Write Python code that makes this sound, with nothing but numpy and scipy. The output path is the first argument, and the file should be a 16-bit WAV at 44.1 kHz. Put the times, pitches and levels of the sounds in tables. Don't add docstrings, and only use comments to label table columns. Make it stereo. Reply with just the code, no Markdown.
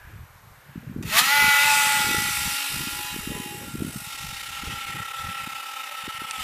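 import sys
import numpy as np
from scipy import signal
from scipy.io import wavfile
from scipy.ndimage import uniform_filter1d

SR = 44100
rng = np.random.default_rng(int(sys.argv[2]) if len(sys.argv) > 2 else 0)


def transcribe(signal):
    frames = np.atleast_2d(signal).T
    limited = np.clip(frames, -1, 1)
    pcm = np.round(limited * 32767).astype(np.int16)
    wavfile.write(sys.argv[1], SR, pcm)


def how_loud(loudness_db):
    steps = np.asarray(loudness_db, float) / 20
    return 10 ** steps


N = 283563
TIME_S = np.arange(N) / SR

# freq_hz, density_db_per_hz
HUSH_SPECTRUM = [(200, -23), (400, -9.5), (1000, -3), (1600, -2), (2200, -7), (3200, -14), (5000, -18.5),
                 (15000, -21.5)]
HUSH_DB = -52.5
NARROW_HZ, NARROW_DB, WIDE_HZ, WIDE_DB = 1650, 4, 2700, 3
SWELL_PERIOD_S, SWELL_TOP_S = .74, .06
FIRST_WHOOSH_DB, FIRST_WHOOSH_S = 5, .2
SERVO_HZ, SERVO_DB, FLIP_HZ, FLIP_S = 12273, -65.5, 15, .063

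# centre_s, half_length_s, rumble_db
GUSTS = [(.13, .1, -47), (.5, .25, -59), (1.8, .12, -54), (.74, .04, -50), (.83, .05, -46),
         (.99, .1, -42.5), (1.09, .03, -46), (1.22, .12, -45.5), (1.44, .07, -43.5), (1.65, .1, -52),
         (2.12, .17, -40.5), (2.47, 0.092, -50.5), (2.8, .07, -42), (3.0, .08, -48), (3.2, 0.089, -47.5),
         (3.35, .1, -41.5), (3.55, .12, -41.5), (3.85, 0.13, -40.5), (4.25, .25, -50), (4.5, .05, -52),
         (4.68, .08, -45), (4.97, .09, -46), (5.27, .06, -49), (5.43, .03, -60), (5.55, .04, -59),
         (5.82, .015, -67), (6.06, .03, -59), (6.22, .04, -59), (6.4, 0.0298, -59)]
CALM_DB = -74
# freq_hz, density_db_per_hz
RUMBLE_SPECTRUM = [(12, -43), (30, -1), (65, 8), (119, 8.5), (243, -0.5), (353, -2.5), (700, -17.5),
                   (910, -51)]
DULL_SLOPE, BRIGHT_DB, DULL_FROM_HZ = 0.36, -40, 132
# centre_s, peak_db, pitch_hz
PUFFS = [(0.76, -25, 230), (0.78, -24, 174), (0.88, -25, 131), (0.899, -25, 182), (0.916, -29, 181),
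         (0.964, -21.5, 258), (0.997, -22, 151), (1.012, -22.5, 257), (1.033, -26, 215),
         (1.057, -24, 153), (1.427, -32, 217), (1.444, -27.5, 190), (1.87, -32, 177),
         (1.973, -31, 172), (2.007, -28, 192), (2.048, -30, 186), (2.067, -28, 269),
         (2.111, -24, 289.3), (2.147, -20, 326), (2.224, -28, 184), (2.288, -30, 286),
         (2.309, -31, 129), (2.745, -29, 132), (2.765, -29, 182), (2.795, -33, 182),
         (2.809, -32, 235), (2.839, -31, 189), (2.874, -24.5, 214), (3.144, -29, 230),
         (3.164, -24, 276), (3.191, -25, 181), (3.276, -20.5, 236), (3.306, -22, 182),
         (3.32, -23, 296), (3.354, -25, 178.2), (3.378, -29, 196), (3.402, -22.5, 214),
         (3.462, -27, 227), (3.513, -31, 170), (3.551, -34, 190), (3.683, -28, 174),
         (3.755, -20.5, 252), (3.823, -15, 259), (3.85, -19.5, 226), (3.88, -25, 174),
         (3.896, -29, 111), (3.962, -22.5, 182), (3.976, -30, 140), (4.075, -34, 138),
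         (4.246, -30, 138), (4.637, -28.5, 223.8), (4.727, -31, 181), (4.739, -30, 121),
         (4.973, -33, 157), (5.005, -33, 155), (5.248, -33, 115.9), (5.3, -34, 148),
         (5.475, -28.5, 212), (6.08, -26, 280), (6.22, -30, 279),
         (.075, -40, 110), (.15, -42, 130), (.19, -44, 160), (.24, -47, 100), (3.13, -33, 150),
              (3.317, -27, 400), (3.58, -33, 140), (3.744, -26, 170), (4.02, -34, 160), (4.33, -36, 150),
              (4.9, -37, 120), (4.95, -36, 140), (6.04, -41, 160), (6.085, -36, 100), (6.15, -44, 110),
              (6.19, -43, 120), (6.25, -42, 150)]
EDDY_OVER_DB, EDDY_SPREAD_DB, EDDY_LO_HZ, EDDY_HI_HZ = 1, 6, 140, 260

# start_s, peak_db
TICKS = [
    (1.0263, -32),
    (6.3101, -17.5),
]
# freq_hz, level_db, t60_s
TICK_MODES = [(950, -8, .015), (1900, -2, .02), (2560, 0, 0.021), (3870, 3, 0.0078), (4600, 5, 0.008),
              (5900, 8, 0.0057), (7550, 4, .004), (8500, 13, 0.0032), (10400, -7, .003), (13000, -14, .003)]

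# time_s, shaft_hz
SHAFT_SPEED = [(1.35, 287.7), (1.45, 286.1), (1.55, 284.6), (1.65, 289.9), (1.75, 286.5), (2.05, 283.7),
               (2.3, 279.1), (2.75, 280.4), (3.2, 278.9), (3.5, 277.5), (3.95, 274), (4.15, 271.2),
               (4.7, 270.5), (5.15, 268.1), (5.6, 266.4), (6.2, 266.2), (6.35, 262), (6.43, 254)]
# centre_s, half_length_s, shift_hz
SWAY = [(1.423, 0.098, 0.57), (1.6, 0.041, -1.6), (1.76, .06, 1.0), (2.05, 0.079, -1.22), (2.25, 0.059, .7),
        (2.47, .13, -1.8), (2.87, .09, -1.9), (3.2, 0.098, 0.36), (4.32, .12, -1.8), (4.62, .1, -.8),
        (5.04, 0.069, 1.2), (5.2, .06, -1.2), (5.45, .12, .7), (5.9, .18, -2.5)]
SPIN_FROM_S, SPIN_S, SPIN_LAG_HZ, SPIN_BEND = 1.1, .25, 99.55, 1.65
# time_s, level_db
START = [
    (1.03, -21.5),
    (1.04, -44.5),
    (1.16, -20.5),
    (1.19, -13),
    (1.22, -24.5),
]
# time_s, roar_db, angle_deg (from the nose round to the microphone)
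FLIGHT = [(1.27, -22.5, 81.7), (1.35, -22, 96), (1.57, -21.5, 91), (1.75, -21, 131), (1.9, -23, 128),
          (2.19, -28, 150), (2.41, -30, 164), (2.76, -33, 169), (3.3, -40.5, 174), (3.78, -47, 200),
          (4.02, -42, 232), (4.13, -38, 244.5), (4.68, -35, 258.5), (5.0, -35, 270), (6.3, -35.5, 275),
          (6.43, -33, 259)]

# centre_s, depth_db
DROPOUTS = [(3.902, 2), (3.919, 8), (3.94, 1), (3.957, 4), (3.997, 3), (4.036, 4), (4.073, 3), (4.092, 3),
            (4.112, 4), (4.148, 3), (4.171, 12), (4.203, 4), (4.243, 1), (4.259, 5), (4.279, 6), (4.3, 4),
            (4.325, 8), (4.358, 7), (4.389, 5), (4.424, 11), (4.453, 7), (4.485, 7), (4.512, 9), (4.546, 4),
            (4.567, 2), (4.61, 9), (4.636, 11), (4.661, 3), (4.694, 8), (4.75, 5), (4.779, 4), (4.799, 2),
            (4.838, 1), (4.86, 10), (4.917, 5), (4.944, 9), (4.978, 8), (5.012, 7), (5.042, 7), (5.071, 8),
            (5.097, 6), (5.128, 15), (5.156, 6), (5.179, 4),
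            (5.234, 4), (5.26, 5), (5.282, 6), (5.307, 3), (5.34, 7), (5.366, 5.5), (5.43, 5),
                 (5.457, 9), (5.484, 9), (5.514, 7), (5.542, 11), (5.575, 3), (5.593, 4), (5.62, 8),
                 (5.651, 7), (5.678, 4), (5.706, 6), (5.729, 8), (5.751, 9), (5.782, 3), (5.828, 7),
                 (5.853, 6), (5.885, 6), (5.905, 11), (5.934, 5), (5.962, 9), (5.999, 3), (6.036, 9),
                 (6.079, 12), (6.118, 7), (6.135, 5), (6.188, 14), (6.228, 4), (6.262, 9), (6.326, 10),
                 (6.372, 6), (6.391, 4)]
DROPOUT_LAG_RAD_PER_DB = .022
# time_s, rate_hz
THROB_RATE = [(1.4, 42), (1.6, 42), (1.95, 51), (3.0, 53), (3.75, 54), (4.2, 49), (4.6, 33), (5.3, 32.3),
              (6.0, 27.2), (6.43, 28)]
# angle_deg, throb_depth_0_1, lower_side_db, upper_side_db (of order 5, over the roar)
THROB_BEAM = [(60, 0.067, -45, -45), (90.5, 0.047, -30, -17), (131, 0.025, -37, -44), (148, .15, -10.5, -21),
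              (179, 0.15, -36, -23), (222.6, .2, -19, -5), (252, 0.053, -22, -18), (270, 0.033, -14, -17)]

# freq_hz, density_db_per_hz
NEAR_SPECTRUM = [(250, -53), (450, -24.5), (700, -24), (900, -14), (1400, -13.5), (2100, -5.5), (4000, -9),
                 (15000, -17)]
# freq_hz, density_db_per_hz
FAR_SPECTRUM = [(250, -37), (500, -18.5), (680, -22), (900, -14), (1600, -12), (2600, -7), (9000, -13),
                (15000, -18)]
# freq_hz, width_hz, near_db, far_db
DUCT_MODES = [(862, 62, 7.5, 14), (1280, 38, 5, -4.5), (1311, 137, 8.5, 14), (1900, 90, 3, 11),
              (2180, 180, -1.5, 5.5), (2574, 125, 5, 2.5), (2930, 460, 0.5, 4.5), (3663, 100, 3.5, 8),
              (4730, 68, -4, -1), (5320, 110, -4, -1), (7040, 268, 1, 2)]
# angle_deg, air_6khz_db, air_12khz_db, mouth_whistle_db, ground_bounce_0_1
AIR_BEAM = [(60, 0, 0.5, 5, 0.01), (94, -2.5, 0, -4, .01), (125, -1.5, -1, 7, 0.099),
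            (140, -0.8, 1, 4, 0.22), (179, 2.5, 7.5, 0.5, 0.18), (228, 4, 10.5, 5, 0.14),
            (255, 0, 0, -1, 0.13), (276.8, -6, -3, 1, 0.16)]
GROUND_BOUNCE_MS = 0.376

# angle_deg, order3_db, order5_db, order7_db, order10_db, order4_db (over the roar)
TONE_BEAM = [(63.7, -27, -10.5, -24, -5, -11), (92, -4, -0.5, -2.5, -24.5, -23),
             (124, -3.5, -4, -7.5, -21.5, -23), (179.4, -14.5, -9.5, -14, -7.5, -52),
             (218, -11, -1.5, -14, -16.5, -36), (252, -14, -5.5, -21.5, -16, -38),
             (269, -12.5, -.8, -19.5, -19, -28)]
TONE_TOP_DB = -22
# order, beam_column, offset_db
ORDER_RULE = [(1, 3, -11.5), (2, 1, -24.5), (3, 0, -0.5), (4, 4, 2.5), (5, 1, -2), (6, 3, -6.5),
              (7, 2, 1.5), (8, 2, -5), (9, 3, -2.5), (10, 3, 2), (11, 3, -4.5), (12, 3, -17), (13, 3, -7),
              (14, 3, -6), (15, 3.5, -8.5), (16, 4, -26), (17, 4, -23)]
# centre_s, change_db, half_length_s
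ORDER_FADES = [
    [(1.24, -9, 0.035), (1.55, -3, 0.066), (1.7, 2.5, 0.059), (2.81, -10, .07), (3.05, 8, 0.14),
     (3.27, -4, 0.034), (3.52, 13.5, 0.22), (3.82, -12, 0.066), (6.2, -6, 0.17)],
    [(1.12, -8, 0.027), (1.226, -3, 0.022), (1.27, -8, .02), (2.05, 2.5, .08), (2.73, -1, 0.063),
     (2.9, 6, 0.061), (3.42, -25, 0.12), (3.72, 8, 0.1), (3.97, -15, 0.089), (5.32, 3.5, 0.19)],
    [(1.17, -5, .05), (1.72, -6, 0.05), (2.2, 4, .13), (2.65, -7, 0.19), (3.05, -11, .05), (4.4, 8, 0.091),
     (5.9, 6, .09), (6.2, 10, .08), (6.35, -9, .06)],
    [(1.55, -7, .06), (1.75, -3, .08), (2.1, -4, .1), (2.4, -5, 0.16), (2.85, -0.5, .07), (3.35, 3, .18),
     (5.2, -11, 0.18), (6.05, -18, 0.074)],
    [(1.23, -2, 0.028)],
]
# centre_s, half_length_s, level_db, pitch_hz
BODY_SONG = [(2.57, 0.27, -52, 998), (3.06, .12, -47, 996), (3.4, .07, -49, 998), (5.25, .15, -47, 1282),
             (5.9, 0.33, -48, 1282), (5.92, .04, -50, 583)]

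# centre_s, length_s, from_hz, to_hz
SPLITS = [(.06, .03, 300, 15000), (.94, .17, 300, 14000), (1.2, .06, 1000, 15000), (1.5, .03, 9000, 11000),
          (1.66, .08, 500, 15000), (1.84, .04, 1000, 15000), (1.94, .03, 7500, 9200),
          (2.08, .03, 7500, 9200), (2.29, .03, 4200, 5800), (2.52, .03, 9000, 12000),
          (3.33, .03, 4700, 8400), (4.39, .09, 200, 14000), (4.61, .04, 200, 13500),
          (6.04, .04, 200, 14000), (6.31, .04, 4300, 15000)]


def evened(x):
    return x / np.sqrt(np.mean(x ** 2) + 1e-20)


def read(points, hz):
    f, value = np.transpose(points)
    return np.interp(np.log(hz + 1), np.log(f + 1), value)


def columns(rows, t):
    s, *values = np.transpose(rows)
    return [np.interp(t, s, v) for v in values]


def bumps(rows, t):
    return sum(how_loud(db) * np.exp(-((t - s) / half) ** 2) for s, half, db in rows)


def wander(size):
    step = size // 8
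    coarse = rng.standard_normal(N // step + 2)
    coarse = uniform_filter1d(uniform_filter1d(coarse, size=8), size=8)
    return np.interp(np.arange(N) / step, np.arange(len(coarse)), evened(coarse))


def noise(field_db, patchy_db, size=1024):
    hz = np.fft.rfftfreq(size, 1 / SR)[:, None]
    s = np.arange(4 * N // size + 5) * size / 4 / SR
    a, b, patches, drifts = rng.standard_normal((len(s), len(hz), 4)).T
    patches = evened(uniform_filter1d(uniform_filter1d(patches, size=9, axis=0), size=13, axis=1))
    patches += evened(uniform_filter1d(uniform_filter1d(drifts, size=7, axis=0), size=60, axis=1))
    z = (a + 1j * b) * how_loud(field_db(hz, s) + patchy_db * patches)
    return signal.istft(z, nperseg=size, noverlap=3 * size // 4)[1][:N]


def tone(db, phase, flutter_db, smear_rad):
    level = how_loud(db + flutter_db * wander(size=2000))
    return np.sqrt(2) * level * np.cos(phase + smear_rad * wander(size=400))


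def add(mix, s, sound):
    part = mix[round(s * SR) - len(sound) // 2:][:len(sound)]
    part += sound[:len(part)]


def whoosh_db(hz, s):
    bands_db = NARROW_DB * np.exp(-((hz - NARROW_HZ) / 200) ** 2)
    bands_db = bands_db + WIDE_DB * np.exp(-((hz - WIDE_HZ) / 800) ** 2)
    first_db = FIRST_WHOOSH_DB * np.exp(-((hz - NARROW_HZ) / 90) ** 2 - (s / FIRST_WHOOSH_S) ** 2)
    return first_db + bands_db * np.cos(2 * np.pi * (s - SWELL_TOP_S) / SWELL_PERIOD_S)


def hush():
    far = noise(lambda hz, s: read(HUSH_SPECTRUM, hz) + whoosh_db(hz, s), patchy_db=0.64)
    flips = np.tanh(3 * np.sin(2 * np.pi * FLIP_HZ * (TIME_S - FLIP_S)))
    servo = np.sqrt(2) * how_loud(SERVO_DB) * flips * np.cos(2 * np.pi * SERVO_HZ * TIME_S)
    return how_loud(HUSH_DB) * evened(far) + servo * (TIME_S < 1.2)


def rumble(gust):
    under_db = np.clip(BRIGHT_DB - 20 * np.log10(gust), 0, 20)

    def field_db(hz, s):
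        octaves = np.log2(np.maximum(hz / DULL_FROM_HZ, 1))
        return read(RUMBLE_SPECTRUM, hz) - DULL_SLOPE * np.interp(s, TIME_S, under_db) * octaves

    lumps = gust * how_loud(2.5 + 4.3 * wander(size=350) + 1.3 * wander(size=2500))
    return lumps * evened(noise(field_db, patchy_db=4.0, size=2048))


def small_eddies(gust):
    place, size, pitch = rng.random((8, 3)).T
    at_s = np.interp(place, np.cumsum(gust) / gust.sum(), TIME_S)
    at_s = np.clip(at_s, .05, TIME_S[-1] - .05)
    peak_db = 20 * np.log10(np.interp(at_s, TIME_S, gust)) + EDDY_OVER_DB - EDDY_SPREAD_DB * size
    return list(zip(at_s, peak_db, EDDY_LO_HZ + (EDDY_HI_HZ - EDDY_LO_HZ) * pitch))


def wind():
    gust = how_loud(CALM_DB) + bumps(GUSTS, TIME_S)
    out = rumble(gust)
    puffs = PUFFS + small_eddies(gust)
    for (s, db, hz), (start, slide) in zip(puffs, rng.random((len(puffs), 2))):
        u = np.linspace(-2.5, 2.5, round(2.9 * SR / hz))
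        cycle = np.cos(3.65 * u + (slide - .5) * u ** 2 + 2 * np.pi * start)
        add(out, s, how_loud(db - 0.4) * np.exp(-u ** 2) * cycle)
    return out


def ticks():
    out, t = np.zeros(N), np.arange(-1500, 1500) / SR
    for s, db in TICKS:
        ring = sum(how_loud(mode_db - 60 * abs(t) / t60_s) * np.sin(2 * np.pi * hz * t)
                   for hz, mode_db, t60_s in TICK_MODES)
        add(out, s, how_loud(db - 7.5) * ring * np.clip(t / .0002, 0, 1))
    return out


def shaft_hz(t):
    sway_hz = sum(hz * np.exp(-((t - s) / half) ** 2) for s, half, hz in SWAY)
    lag = np.clip(1 - (t - SPIN_FROM_S) / SPIN_S, 0, 1) ** SPIN_BEND
    return columns(SHAFT_SPEED, t)[0] + sway_hz - SPIN_LAG_HZ * lag


def flight(t):
    roar_db = columns(START + [row[:2] for row in FLIGHT], t)[0]
    return roar_db, columns(FLIGHT, t)[1]


def throb_and_dropouts():
    rate_hz = columns(THROB_RATE, TIME_S)[0]
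    depth = columns(THROB_BEAM, flight(TIME_S)[1])[0]
    throb = 2 * np.pi * np.cumsum(rate_hz * (1 + 0.045 * wander(size=1500))) / SR
    gain = 1 + depth * np.clip(1 + .5 * wander(size=2500), 0, 2) * np.cos(throb)
    drop_db = np.zeros(N)
    for s, db in DROPOUTS:
        add(drop_db, s, 1.14 * db * np.hanning(850))
    return throb, gain, drop_db


def roar(shaft):
    def field_db(hz, s):
        far = np.interp(s, [2.2, 4.1], [0, 1])
        colour = (1 - far) * read(NEAR_SPECTRUM, hz) + far * read(FAR_SPECTRUM, hz)
        for f, width, near_db, far_db in DUCT_MODES:
            colour += ((1 - far) * near_db + far * far_db) / (1 + (2 * (hz - f) / width) ** 2)
        order = hz / shaft_hz(s)
        colour += 2.0 * np.exp(-((order - np.round(order)) / 0.17) ** 2) * (order < 17.5)
        body = (hz > 1500) & (hz < 4000)
        colour -= 10 * np.log10((how_loud(colour) ** 2 * body).sum(0) * 8 / 3)
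        body_db, angle_deg = flight(s)
        *airs_db, whistle_db, bounce = columns(AIR_BEAM, angle_deg)
        for f, width, air_db in zip((6200, 12000), (2600, 3800), airs_db):
            colour += np.exp(-((hz - f) / width) ** 4) * air_db
        colour += whistle_db / (1 + ((hz - 8300) / 450) ** 2)
        echo = np.clip(bounce, 0, .9) * np.clip(hz / 6000, 0, 1)
        echo = echo * np.exp(2j * np.pi * hz * GROUND_BOUNCE_MS / 1000)
        return colour + 20 * np.log10(abs(1 + echo)) + body_db + 2.0
    return noise(field_db, patchy_db=1.24) * (1 + 0.097 * np.cos(shaft))


def whine(shaft, throb):
    roar_db, angle_deg = flight(TIME_S)
    lead_db = np.minimum(roar_db, TONE_TOP_DB) + np.array(columns(TONE_BEAM, angle_deg))
    lead_db += [sum(db * np.exp(-((TIME_S - s) / half) ** 2) for s, db, half in rows)
                for rows in ORDER_FADES]
    smear_rad = np.interp(TIME_S, [1.2, 1.3, 1.36, 4.0, 4.3], [.15, .5, .07, .1, .12])
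    out = np.zeros(N)
    for order, column, offset_db in ORDER_RULE:
        phase = round(order) * (shaft + order)
        raggedness = smear_rad * (.7 + (order / 7.5) ** 2)
        out += tone(lead_db[round(column)] + offset_db, phase, .4 + .17 * order, raggedness)
    lower_db, upper_db = roar_db + np.array(columns(THROB_BEAM, angle_deg)[1:])
    out += tone(lower_db, 5 * shaft - throb, 2.7, 0.32)
    out += tone(upper_db, 5 * shaft + throb, 1.9, 0.29)
    for *swell, hz in BODY_SONG:
        out += bumps([swell], TIME_S) * tone(0, 2 * np.pi * hz * TIME_S, 3.0, 0.17)
    return out


def plane():
    shaft = 2 * np.pi * np.cumsum(shaft_hz(TIME_S) * (1 + .0007 * wander(size=3000))) / SR
    throb, gain, drop_db = throb_and_dropouts()
    spinning = np.interp(TIME_S, [1.1, 1.14], [0, 1])
    tones = whine(shaft - DROPOUT_LAG_RAD_PER_DB * drop_db, throb)
    fan = how_loud(1.5 - 0.56 * drop_db) * roar(shaft) + spinning * how_loud(-1.3 * drop_db) * tones
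    switched_on = np.interp(TIME_S, [1.025, 1.06], [0, 1])
    return switched_on * gain * fan


def scene():
    band = signal.firwin(801, 15040, window=("kaiser", 9), fs=SR)
    heard = signal.oaconvolve(hush() + wind() + plane(), band, "same")
    return np.tile(heard + ticks(), (2, 1))


def low_pass(x):
    return signal.sosfilt(signal.butter(12, 15970, fs=SR, output="sos"), x)


def record(dry):
    hz, t, z = signal.stft(dry[0], SR, nperseg=1024)
    apart = sum((abs(t - s) < length / 2) * ((hz > lo) & (hz < hi))[:, None]
                for s, length, lo, hi in SPLITS)
    turned = np.exp(2j * np.pi * rng.random(z.T.shape).T)
    tilt = (hz[:, None] / 3000) ** 0.51
    grit = signal.istft(z * apart * tilt * turned, SR, nperseg=1024)[1][:N]
    return low_pass(dry + how_loud(-18.0) * np.outer([1, -1], grit))


dry = scene()
out = record(dry)
transcribe(out)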